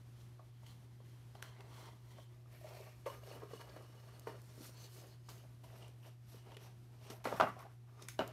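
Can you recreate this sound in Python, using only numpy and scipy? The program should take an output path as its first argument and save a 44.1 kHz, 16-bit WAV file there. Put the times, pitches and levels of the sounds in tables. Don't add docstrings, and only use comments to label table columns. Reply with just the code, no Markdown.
import sys
import numpy as np
from scipy import signal
from scipy.fft import rfft, irfft, next_fast_len
from scipy.io import wavfile

SR = 44100
rng = np.random.default_rng(int(sys.argv[2]) if len(sys.argv) > 2 else 0)


def persist_wave(psi):
    counts = np.round(np.clip(psi, -1, 1) * 32767).astype(np.int16)
    wavfile.write(sys.argv[1], SR, np.atleast_2d(counts).T)


def voltage_ratio(decibels):
    exponent = np.asarray(decibels, float) / 20
    return 10 ** exponent


N = 367088

GRIP_S = [0, 2.35, 3.0, 4.4, 4.75, 4.88, 5.5, 7.2, 7.9, 8.18, 8.4]
# (time [s], peak [dB], air pitch [Hz], wall re air [dB], ring t60 [s])
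KNOCKS = [(0.394, -52.5, 646, -5, 0.1), (1.003, -54.5, 500, -5, 0.021), (1.353, -48, 826, -9, 0.035),
          (1.426, -58, 543, 6, 0.02), (3.534, -40.5, 460, -9, 0.049), (4.271, -36.5, 462, -0.5, 0.051),
          (5.287, -53.5, 920, 3.5, 0.045), (6.519, -56.5, 587, -4, 0.06), (1.606, -59, 900, -6, 0.035),
          (6.566, -51, 460, -14, 0.039), (7.102, -44, 374, -23, 0.033), (7.254, -32.5, 525, 0.5, 0.017),
          (7.325, -28.5, 613, -7, 0.04), (7.099, -47.5, 247, -10, .08), (7.258, -41, 264, -20, 0.089),
          (7.399, -25, 704, -1.5, 0.052), (7.41, -25, 850, 7.5, 0.02), (7.422, -23, 727, -16, 0.044),
          (7.473, -35, 800, 2, 0.021), (7.566, -47, 740, -9, 0.054), (8.1925, -21.5, 540, -21, 0.0073),
          (8.196, -30.5, 652, -11, 0.082)]


def rms_one(x):
    return x / np.sqrt(np.mean(x ** 2) + 1e-20)


def at_hz(points, hz):
    table_hz, values = np.array(points).T
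    return np.interp(np.log(hz + 1), np.log(table_hz), values)


def coloured(x, spectrum):
    size = next_fast_len(N)
    gain = voltage_ratio(at_hz(spectrum, np.fft.rfftfreq(size, 1 / SR)))
    return irfft(rfft(x, size) * gain, size)[:N]


def band(x, low_hz, high_hz):
    return signal.sosfilt(signal.butter(2, [low_hz, high_hz], "band", fs=SR, output="sos"), x)


def between(x, low_hz, high_hz):
    size = next_fast_len(len(x))
    hz = np.fft.rfftfreq(size, 1 / SR)
    gain = 1 / (1 + (hz / high_hz) ** 6) - 1 / (1 + (hz / low_hz) ** 6)
    return irfft(rfft(x, size) * gain, size)[:len(x)]


def drift(rate_hz):
    r = np.exp(-80 * np.pi * rate_hz / SR)
    slow = signal.lfilter([1], [1, -2 * r, r * r], rng.standard_normal(N // 40 + 2002))[2000:]
    return np.interp(np.arange(N) / 40, np.arange(len(slow)), rms_one(slow))


def resonance(x, hz, width_hz):
    r = np.exp(-np.pi * width_hz / SR)
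    zeros = np.array([1, 0, -1]) * (1 - r * r) / 2
    return signal.lfilter(zeros, [1, -2 * r * np.cos(2 * np.pi * hz / SR), r * r], x)


def add(out, s, sound):
    start = round(s * SR)
    out[start:start + len(sound)] += sound[:N - start]


def hum():
    phase = 2 * np.pi * 120.0 * np.arange(N) / SR + 0.1 * drift(1.5)
    level = np.sqrt(2) * voltage_ratio(-57 + 0.17 * drift(1.6))
    third = voltage_ratio(-25 + 3.2 * drift(4.2)) * np.sin(3 * phase)
    return level * (np.sin(phase) + third)


def room_air():
    # (frequency [Hz], density [dB])
    spectrum = [(13, -52), (22, -39), (64, -7), (92, -9.5), (121, -6.5), (147, -11.5), (174, -13.5),
                (355, -19), (481, -27), (651, -26), (1620, -32), (5900, -38), (7560, -41), (12400, -40),
                (15900, -51.5)]
    air = coloured(rng.standard_normal(N), spectrum)
    level_db = -68 + 2.1 * np.minimum(drift(5.2), .9)
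    return air / np.std(band(air, 121, 15900)) * voltage_ratio(level_db)


def room(x, build_s):
    # (frequency [Hz], t60 [s])
    decay = [(150, 0.57), (700, 0.069), (2000, 0.38), (6000, 0.031), (15000, 0.11)]
    t = np.arange(int(.5 * SR)) / SR
    noise = rng.standard_normal(len(t))
    tail = np.zeros(len(t))
    for low_hz in 100 * 2. ** np.arange(8):
        tail += between(noise, low_hz, 2 * low_hz) * voltage_ratio(-60 * t / at_hz(decay, 1.4 * low_hz))
    tail *= 1 - np.exp(-(t / build_s) ** 2)
    return signal.fftconvolve(x, tail / np.sqrt(np.sum(tail ** 2)))[:N]


def thumps():
    top_hz, t60_s, rise_s, level_db = 195.5, 0.12, 0.012, -16.5
    pushes = np.zeros(N)
    pushes[[round(row[0] * SR) for row in KNOCKS]] = [voltage_ratio(row[1] + level_db) for row in KNOCKS]
    t = np.arange(int(.2 * SR)) / SR
    top = sum(np.sin(2 * np.pi * top_hz * multiple * t) for multiple in (.55, .8, 1.0, 1.35))
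    return signal.fftconvolve(pushes, top * voltage_ratio(-60 * t / t60_s) * (1 - np.exp(-t / rise_s)))[:N]


def snaps(rows, ring_width):
    gain_db = -3.0
    out, t = np.zeros(N), np.arange(int(.08 * SR)) / SR
    for s, peak_db, hz, top_db, ring_db, t60_s in rows:
        burst = rng.standard_normal(len(t)) * voltage_ratio(-60 * t / max(t60_s, .003))
        ring = band(burst, 0.44 * hz, 1.15 * hz)
        ring += voltage_ratio(ring_db) * resonance(burst, hz, hz * ring_width)
        top = band(burst, 2500, 11000)
        sound = ring / abs(ring).max() + voltage_ratio(top_db + 12) * top / abs(top).max()
        add(out, s, voltage_ratio(peak_db + gain_db) * sound)
    return out


def tool_snap():
    # (time [s], peak [dB], pitch [Hz], top re peak [dB], ring re burst [dB], t60 [s])
    tool = [
        (8.191, -28.5, 2950, -40, 11, 0.011),
    ]
    return snaps(tool, ring_width=0.081)


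def glue_pings():
    # (time [s], peak [dB])
    pings = [(1.5866, -65), (3.2337, -58), (3.315, -51), (5.8235, -51), (5.843, -55), (5.858, -61),
             (6.029, -58), (6.544, -54)]
    hz, top_db, ring_db, t60_s = 2880, -26, 40, 0.039
    return snaps([(s, db, hz, top_db, ring_db, t60_s) for s, db in pings], ring_width=.06)


def fibre_ticks():
    # (time [s], peak [dB], pitch [Hz], top re peak [dB], t60 [s])
    tick_rows = [(0.6663, -52.5, 1600, -23, 0.022), (1.351, -55.5, 4610, -13, 0.027),
                 (1.4254, -32.5, 3650, -15, 0.005), (1.6065, -47, 3680, -22, 0.018),
                 (2.2243, -63, 3050, -35, 0.01), (3.0576, -46, 2830, -32, 0.058),
                 (3.612, -50, 3020, -23, 0.022), (3.693, -52, 4390, -27, 0.05),
                 (4.1954, -46.5, 12500, -13, 0.01), (4.273, -45, 2300, -35, 0.027),
                 (4.4175, -49, 11500, -32, 0.0063), (5.29, -41.5, 5750, -28, 0.0096),
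                 (5.635, -60, 2730, -21, 0.015), (5.881, -52, 2910, -12, 0.023),
                 (6.5187, -49.5, 2870, -22, 0.018), (6.568, -42.5, 3140, -17, 0.024),
                 (7.1013, -50, 5450, -12, 0.018), (7.2424, -46, 6000, -17, 0.0076),
                 (7.2543, -40.5, 4000, -25, 0.014), (7.2538, -33, 1400, -38, .03),
                 (7.3997, -30.5, 3030, -24, 0.045), (7.592, -55, 7500, -9, 0.0077),
                 (8.0226, -42.5, 6060, -21, 0.023), (8.0858, -32, 2300, -16, 0.007),
                 (8.0852, -34.5, 7000, -30, .008), (8.2769, -47, 5900, -16, 0.0062),
                 (8.277, -42, 12200, -30, .008), (7.455, -55, 13500, -28, .008),
                 (7.272, -39, 2300, -20, .015), (7.4094, -37, 3280, -30, 0.11),
                 (3.063, -41, 2080, -30, 0.068), (3.1, -48, 2830, -30, .04), (3.129, -52, 2850, -30, .04),
                 (5.291, -50, 6170, -30, 0.028), (5.7, -58, 1500, -25, .02), (5.76, -55, 1300, -25, .02),
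                 (3.823, -59, 10500, -30, .04), (5.069, -57, 9000, -20, .03), (4.773, -57, 4400, -25, .02),
                 (2.5247, -59, 2200, -15, .02), (1.405, -53, 1200, -30, .015),
                 (7.995, -51, 1220, -30, 0.023), (.632, -54, 900, -20, .015)]
    ring_db = 4
    rows = [(s, db, hz, top_db, ring_db, t60_s) for s, db, hz, top_db, t60_s in tick_rows]
    return snaps(rows, ring_width=0.081)


def single_modes(table, rise_s):
    out, t = np.zeros(N), np.arange(int(.2 * SR)) / SR
    for s, peak_db, hz, t60_s in table:
        swell = (1 - np.exp(-t / rise_s)) * voltage_ratio(-60 * t / max(t60_s, .005))
        ring = np.sin(2 * np.pi * hz * t) * swell
        add(out, s, voltage_ratio(peak_db) * ring / abs(ring).max())
    return band(out, 150, 15000)


def hollows():
    # (time [s], peak [dB], pitch [Hz], ring t60 [s])
    pushes = [(2.537, -60, 590, 0.03), (2.612, -55, 650, .04), (2.644, -46, 618, 0.06),
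              (2.662, -58, 700, .04), (2.682, -54, 590, .04), (2.705, -60, 656, .04), (2.73, -54, 640, .04),
              (2.746, -51, 675, 0.037), (2.768, -50.5, 600, .06), (2.869, -57, 640, .06),
              (2.885, -58, 616, .05), (3.0611, -35.5, 496, 0.05), (3.069, -35, 570, 0.04),
              (3.071, -42.5, 1090, 0.043), (3.099, -47, 1045, 0.043), (3.274, -50.5, 600, .06),
              (3.311, -49, 580, .06), (3.51, -53.5, 548, 0.1), (7.256, -36, 705, 0.026),
              (7.27, -37.5, 524, 0.045), (7.437, -35, 686, 0.037), (7.474, -39, 1137, .04),
              (8.192, -38, 2950, 0.014), (8.198, -52, 2900, .08), (5.64, -59, 970, 0.06),
              (5.66, -59, 650, .05), (.395, -62, 650, .05), (.396, -63, 1200, .06), (3.42, -54, 700, .04),
              (1.607, -56, 1090, .03), (6.52, -60, 900, .03), (7.474, -44, 770, 0.033),
              (4.272, -55, 1900, 0.035), (3.066, -55, 1890, .04)]
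    return single_modes(pushes, rise_s=0.0016)


def taps():
    # (time [s], peak [dB], pitch [Hz], ring t60 [s])
    tap_rows = [(1.4256, -47, 6000, .005), (1.4256, -46, 12000, .005), (1.4262, -39, 1500, .006),
                (1.6065, -51, 1100, .02), (3.232, -55, 620, .03), (3.078, -44, 610, .02),
                (3.35, -61, 2950, .06), (3.4205, -50, 1000, .02), (3.433, -46, 420, .025),
                (3.434, -52, 1250, .02), (3.575, -58, 2900, .03), (3.8, -52, 560, .04),
                (5.835, -55, 620, .06), (5.73, -57, 680, .03), (5.45, -57, 620, .03),
                (6.52, -55, 1000, .02), (7.2555, -36, 900, .03), (7.27, -42, 1400, .02),
                (7.295, -43, 800, .03), (7.3255, -40, 950, .03), (7.376, -45, 800, .04),
                (7.4, -25, 1400, .025), (7.4005, -23, 680, .05), (7.4105, -26.5, 1500, .03),
                (7.442, -34, 1300, .02), (7.4745, -36, 1130, .07), (7.5, -44, 1150, .04),
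                (8.193, -31, 400, .035), (8.1975, -31, 620, .02), (8.21, -41, 1050, .03),
                (8.087, -47, 1500, .02), (8.02, -57, 330, .05), (7.43, -44, 260, .12), (7.34, -46, 200, .1),
                (7.42, -44, 190, .12), (7.41, -39, 400, .08), (2.459, -60, 1200, .015),
                (3.085, -46, 1050, .04), (7.402, -40, 2700, .03), (7.425, -48, 2830, .12)]
    return single_modes(tap_rows, rise_s=.0003)


def struck_tube(table, contact_s, uneven, gain_db):
    # (multiple of pitch [1], level [dB])
    tube = [(.86, -5), (1.001, 2), (1.09, -7), (1.301, -9), (1.65, -17)]
    wall_hz = [1126, 1040, 1063, 1140, 1150, 1180, 940, 1172, 975, 970]
    out, t = np.zeros(N), np.arange(int(.2 * SR)) / SR
    multiple, mode_db = np.transpose(tube)[:, :, None]
    touch_t = t[:1000] / contact_s
    touch = touch_t * np.exp(-touch_t)
    for s, peak_db, air_hz, wall_db, t60_s in table:
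        contact = touch * (1 + uneven * rng.standard_normal(1000))
        grip = np.searchsorted(GRIP_S, s) - 1
        for hz, db in ((air_hz, peak_db), (wall_hz[grip], peak_db + wall_db)):
            detune, vary = rng.standard_normal((2, len(tube), 1))
            fade = voltage_ratio(-60 * t * (multiple * hz / 600) ** 0.083 / max(t60_s, .008))
            waves = np.sin(2 * np.pi * hz * multiple * (1 + 0.037 * detune) * t)
            rings = np.sum(voltage_ratio(mode_db + 2.0 * vary) * waves * fade, axis=0)
            rings = band(signal.fftconvolve(rings, contact)[:len(t)], 0.66 * hz, 4.9 * hz)
            add(out, s, voltage_ratio(db + gain_db) * rings / abs(rings).max())
    return out


def soft_bumps():
    # (time [s], peak [dB], air pitch [Hz], wall re air [dB], ring t60 [s])
    bumps = [(2.184, -52.5, 650, -2, 0.041), (3.0595, -44, 560, 0, 0.072), (3.349, -52, 307, -1, 0.044),
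             (3.419, -48.5, 407, -6, 0.12), (3.511, -50, 537, -7, 0.05), (3.594, -54, 441, -0.5, 0.19),
             (3.763, -59, 568, -11, 0.17), (4.575, -51, 325, -14, 0.039), (4.605, -48, 396, -18, 0.03),
             (4.69, -53, 382, -15, 0.037), (6.341, -50, 433, -13, 0.028), (7.241, -48, 850, -5, 0.089),
             (7.269, -38, 536, -6, 0.02), (7.316, -42, 690, -3, 0.026), (7.435, -29, 794, -15, 0.034),
             (7.489, -52, 322, -14, 0.052), (8.222, -39, 698, -10, 0.04), (8.209, -36, 800, -2.5, 0.048)]
    return struck_tube(bumps, contact_s=0.0017, uneven=22, gain_db=0.5)


def hard_knocks():
    return struck_tube(KNOCKS, contact_s=0.000088, uneven=1.0, gain_db=0.76)


def strokes():
    # (start [s], hold [s], tube air
    # [dB], fibre hiss re air [dB])
    slides = [(0.0, 1.38, -81, -6), (1.496, 0.21, -65, -18.5), (1.725, 0.14, -64, -4),
              (2.101, 0.028, -71, 1.5), (2.171, 0.035, -63.5, -15), (2.594, 0.33, -65, -4),
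              (3.097, 0.057, -56.5, -10.5), (3.248, 0.15, -58, -9), (3.429, 0.017, -52.5, -21.5),
              (3.505, 0.066, -61, -7), (3.603, 0.02, -60, -3.5), (3.64, 0.13, -62.5, -11.5),
              (3.81, 0.57, -66.5, -7), (4.4, 0.3, -73.5, 3.5), (4.622, 0.068, -63, 5),
              (4.757, 0.12, -63.5, -2.7), (2.523, .045, -64, -8), (2.633, 0.13, -64.5, -4),
              (3.54, 0.022, -76, 10), (7.35, .04, -77, 17), (4.926, 0.095, -67, 5),
              (5.037, 0.12, -68.5, -4), (5.29, 0.13, -70, 1), (5.69, 0.21, -67, -8.5),
              (6.297, 0.1, -72, 2.5), (6.473, 0.072, -61, -15), (6.613, 0.068, -62, -6),
              (6.905, 0.18, -74, -27), (7.03, 0.078, -64.5, -3.5), (7.327, 0.16, -64, -12),
              (7.474, 0.025, -56, -11), (7.592, 0.034, -57, -15), (7.886, 0.17, -75.5, -11),
              (8.238, 0.079, -62.5, -11),
              (2.3, .19, -75, -12), (2.96, .07, -78, 3), (7.67, .06, -70, -20), (1.95, .1, -79, -6),
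               (0.198, 0.027, -87, 14.5), (.7, 0.031, -87, 13), (1.052, 0.1, -83, 2),
               (2.215, 0.023, -82.5, 13.5), (2.795, .07, -70, -1), (4.838, .02, -65.5, 2),
               (5.431, 0.02, -63, -21), (6.048, .05, -65, -7), (6.934, 0.023, -66, -21),
               (1.818, 0.084, -61, -10), (7.996, 0.054, -62.5, -13), (3.823, .03, -91, 17),
               (7.61, 0.054, -58.5, -26), (4.638, .02, -77, 0), (5.036, 0.022, -59, -16),
               (8.01, 0.018, -64.5, -29)]
    # (time [s], tube air [dB], fibre hiss re air [dB], fade [dB/s])
    scuffs = [(.395, -71, -40, 70), (0.663, -77.5, 9, 110), (1.35, -63.5, -13, 85), (1.423, -66.5, 3, 109),
              (3.062, -56, -5, 96), (3.763, -46.5, -27, 167), (4.27, -50, -16, 103), (5.29, -62, 3, 104),
              (5.638, -62, -8, 106), (5.818, -60, -15, 93), (7.102, -50.5, -6, 171), (7.243, -60.5, 4, 61),
              (7.254, -47, -16, 87), (7.4, -31, -25, 170), (7.592, -79, 9, 200), (8.022, -79, 16.5, 192),
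              (8.086, -78, 23.5, 139), (8.192, -39, -22, 175)]
    layer_share = [0, .45, .8, 1]
    layer_fade = [1.4, 1.44, 1.6, 1.45]
    # (wall [dB], edge [dB])
    grip_frees = [(2, 2.8), (-0.5, -2), (-0.5, -1), (-2, -2.5), (-5.5, 1), (-4, -1.8), (-1, 1.5), (7.5, 1),
                  (2, 0), (7.5, 3.5)]
    press_db_per_s, ease_db_per_s, slip_db_per_s = 207, 262, 7000
    crown_max_db = 4
    t = np.arange(0, N + 64, 32) / SR
    share, fade = np.array(layer_share)[:, None], np.array(layer_fade)[:, None]
    power = 0
    for s, hold_s, air_db, hiss_db in slides:
        crown_db = crown_max_db * np.minimum(1, (2 * (t - s) / hold_s - 1) ** 2)
        ramp_db = np.maximum(press_db_per_s * (s - t), ease_db_per_s * (t - s - hold_s))
        loss_db = crown_db + np.maximum(0, ramp_db)
        power = power + voltage_ratio(air_db + share * hiss_db - loss_db) ** 2
    for s, air_db, hiss_db, fade_db_per_s in scuffs:
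        loss_db = np.maximum(slip_db_per_s * (s - t), fade * fade_db_per_s * (t - s))
        power = power + voltage_ratio(air_db + share * hiss_db - loss_db) ** 2
    gains = np.sqrt(power)
    grip = np.searchsorted(GRIP_S, t, side="right") - 1
    gains[1:3] *= voltage_ratio(np.transpose(grip_frees)[:, grip])
    return np.array([np.interp(np.arange(N) / SR, t, gain) for gain in gains])


def rubbing(slips_per_s, slip_spread_db, smooth_db, body_db, lumpy_db):
    edges_hz = [200, 850, 2200, 5500, 17000]
    # (frequency [Hz], width [Hz], level [dB])
    grips = [
        [(1028, 200, -13), (2046, 89, -18), (3150, 150, -8), (3410, 13, -17), (4100, 230, -18),
         (5740, 220, -27)],
        [(600, 160, -4), (1120, 13, -23), (1850, 29, -14), (2380, 350, -12), (4230, 210, -22), (5400, 120, -21),
         (11800, 650, -19)],
        [(1167, 57, -24), (2910, 12, -3), (558, 140, -27), (1650, 14, -22), (4400, 96, -25), (5420, 130, -28),
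         (6260, 90, -26), (8790, 220, -31), (11900, 500, -20)],
        [(374, 250, -24), (1400, 66, -17), (4390, 60, -16), (5610, 340, -17), (7000, 91, -18), (8860, 300, -30),
         (11920, 900, -28)],
        [(2920, 43, -33), (4400, 160, -18), (6200, 82, -4), (7170, 90, -24), (12200, 520, -34)],
        [(3040, 100, -22), (4400, 150, -14), (5000, 76, -9), (6390, 280, -22), (12200, 510, -29)],
        [(650, 220, -21), (2840, 140, -20.5), (5840, 380, -26), (8750, 670, -20), (11900, 690, -8)],
        [(747, 100, 8), (1100, 100, 1), (1400, 100, -14), (2005, 67, -22), (2460, 140, -28), (5500, 230, -31),
         (12100, 700, -19)],
        [(1200, 67, -10), (2300, 360, -22), (3700, 100, -16), (5300, 200, -12), (6370, 80, -8),
         (10800, 300, -26)],
        [(447, 60, -30), (646, 69, -8), (900, 35, -26), (1110, 45, -15), (1470, 150, -24), (2900, 200, -26),
         (12200, 500, -14)],
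    ]
    # (frequency [Hz], density [dB])
    fibre = [(150, -53), (250, -20.5), (366, -2.5), (527, -12), (616, -6.5), (759, -11.5), (1070, -9.5),
             (1520, -12), (4380, -9.5), (12000, -11), (15800, -12)]
    sizes = voltage_ratio(slip_spread_db * np.minimum(rng.exponential(1, N), 5)) * rng.choice([-1, 1], N)
    slips = rms_one(sizes * (rng.random(N) < slips_per_s * voltage_ratio(1.5 * drift(15)) / SR))
    drag = coloured(slips + voltage_ratio(smooth_db) * rng.standard_normal(N), fibre)
    gains = strokes() * voltage_ratio([db * np.minimum(drift(32), 1.3) - 3.0 for db in lumpy_db])
    out, shifting = np.zeros(N), np.tile(drift(7.8), 2)
    for start_s, end_s, modes in zip(GRIP_S, GRIP_S[1:], grips):
        span = slice(int(start_s * SR), min(int(end_s * SR), N))
        ringing = 0
        for hz, width_hz, db in modes:
            shift = shifting[int(hz * 37) % N:][span]
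            ringing = ringing + resonance(drag[span], hz, 1.8 * width_hz + 20) * voltage_ratio(.5 * db + 4 * shift)
        body = drag[span] + voltage_ratio(body_db) * ringing
        for low_hz, high_hz, gain in zip(edges_hz, edges_hz[1:], gains):
            out[span] += rms_one(between(body, low_hz, high_hz)) * gain[span]
    return out


def scene():
    rub = rubbing(slips_per_s=1800, slip_spread_db=2.0, smooth_db=1.5, body_db=11.5,
                  lumpy_db=[3.2, 2.74, 1.74, 1.2])
    knock = hard_knocks() + soft_bumps() + hollows() + taps()
    tick = fibre_ticks() + glue_pings() + tool_snap()
    wet = room(voltage_ratio(-10.5) * knock + voltage_ratio(-14) * tick + voltage_ratio(-14.0) * rub, build_s=0.0037)
    return (rub + knock + thumps() + tick + wet + room_air() + hum())[None]


def band_limit(x):
    return signal.sosfilt(signal.butter(12, 16480, fs=SR, output="sos"), x)


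def record(dry):
    low_pass = signal.cheby2(14, 50, 16110, fs=SR, output="sos")
    return band_limit(signal.sosfilt(low_pass, dry))


dry = scene()
out = record(dry)
persist_wave(out)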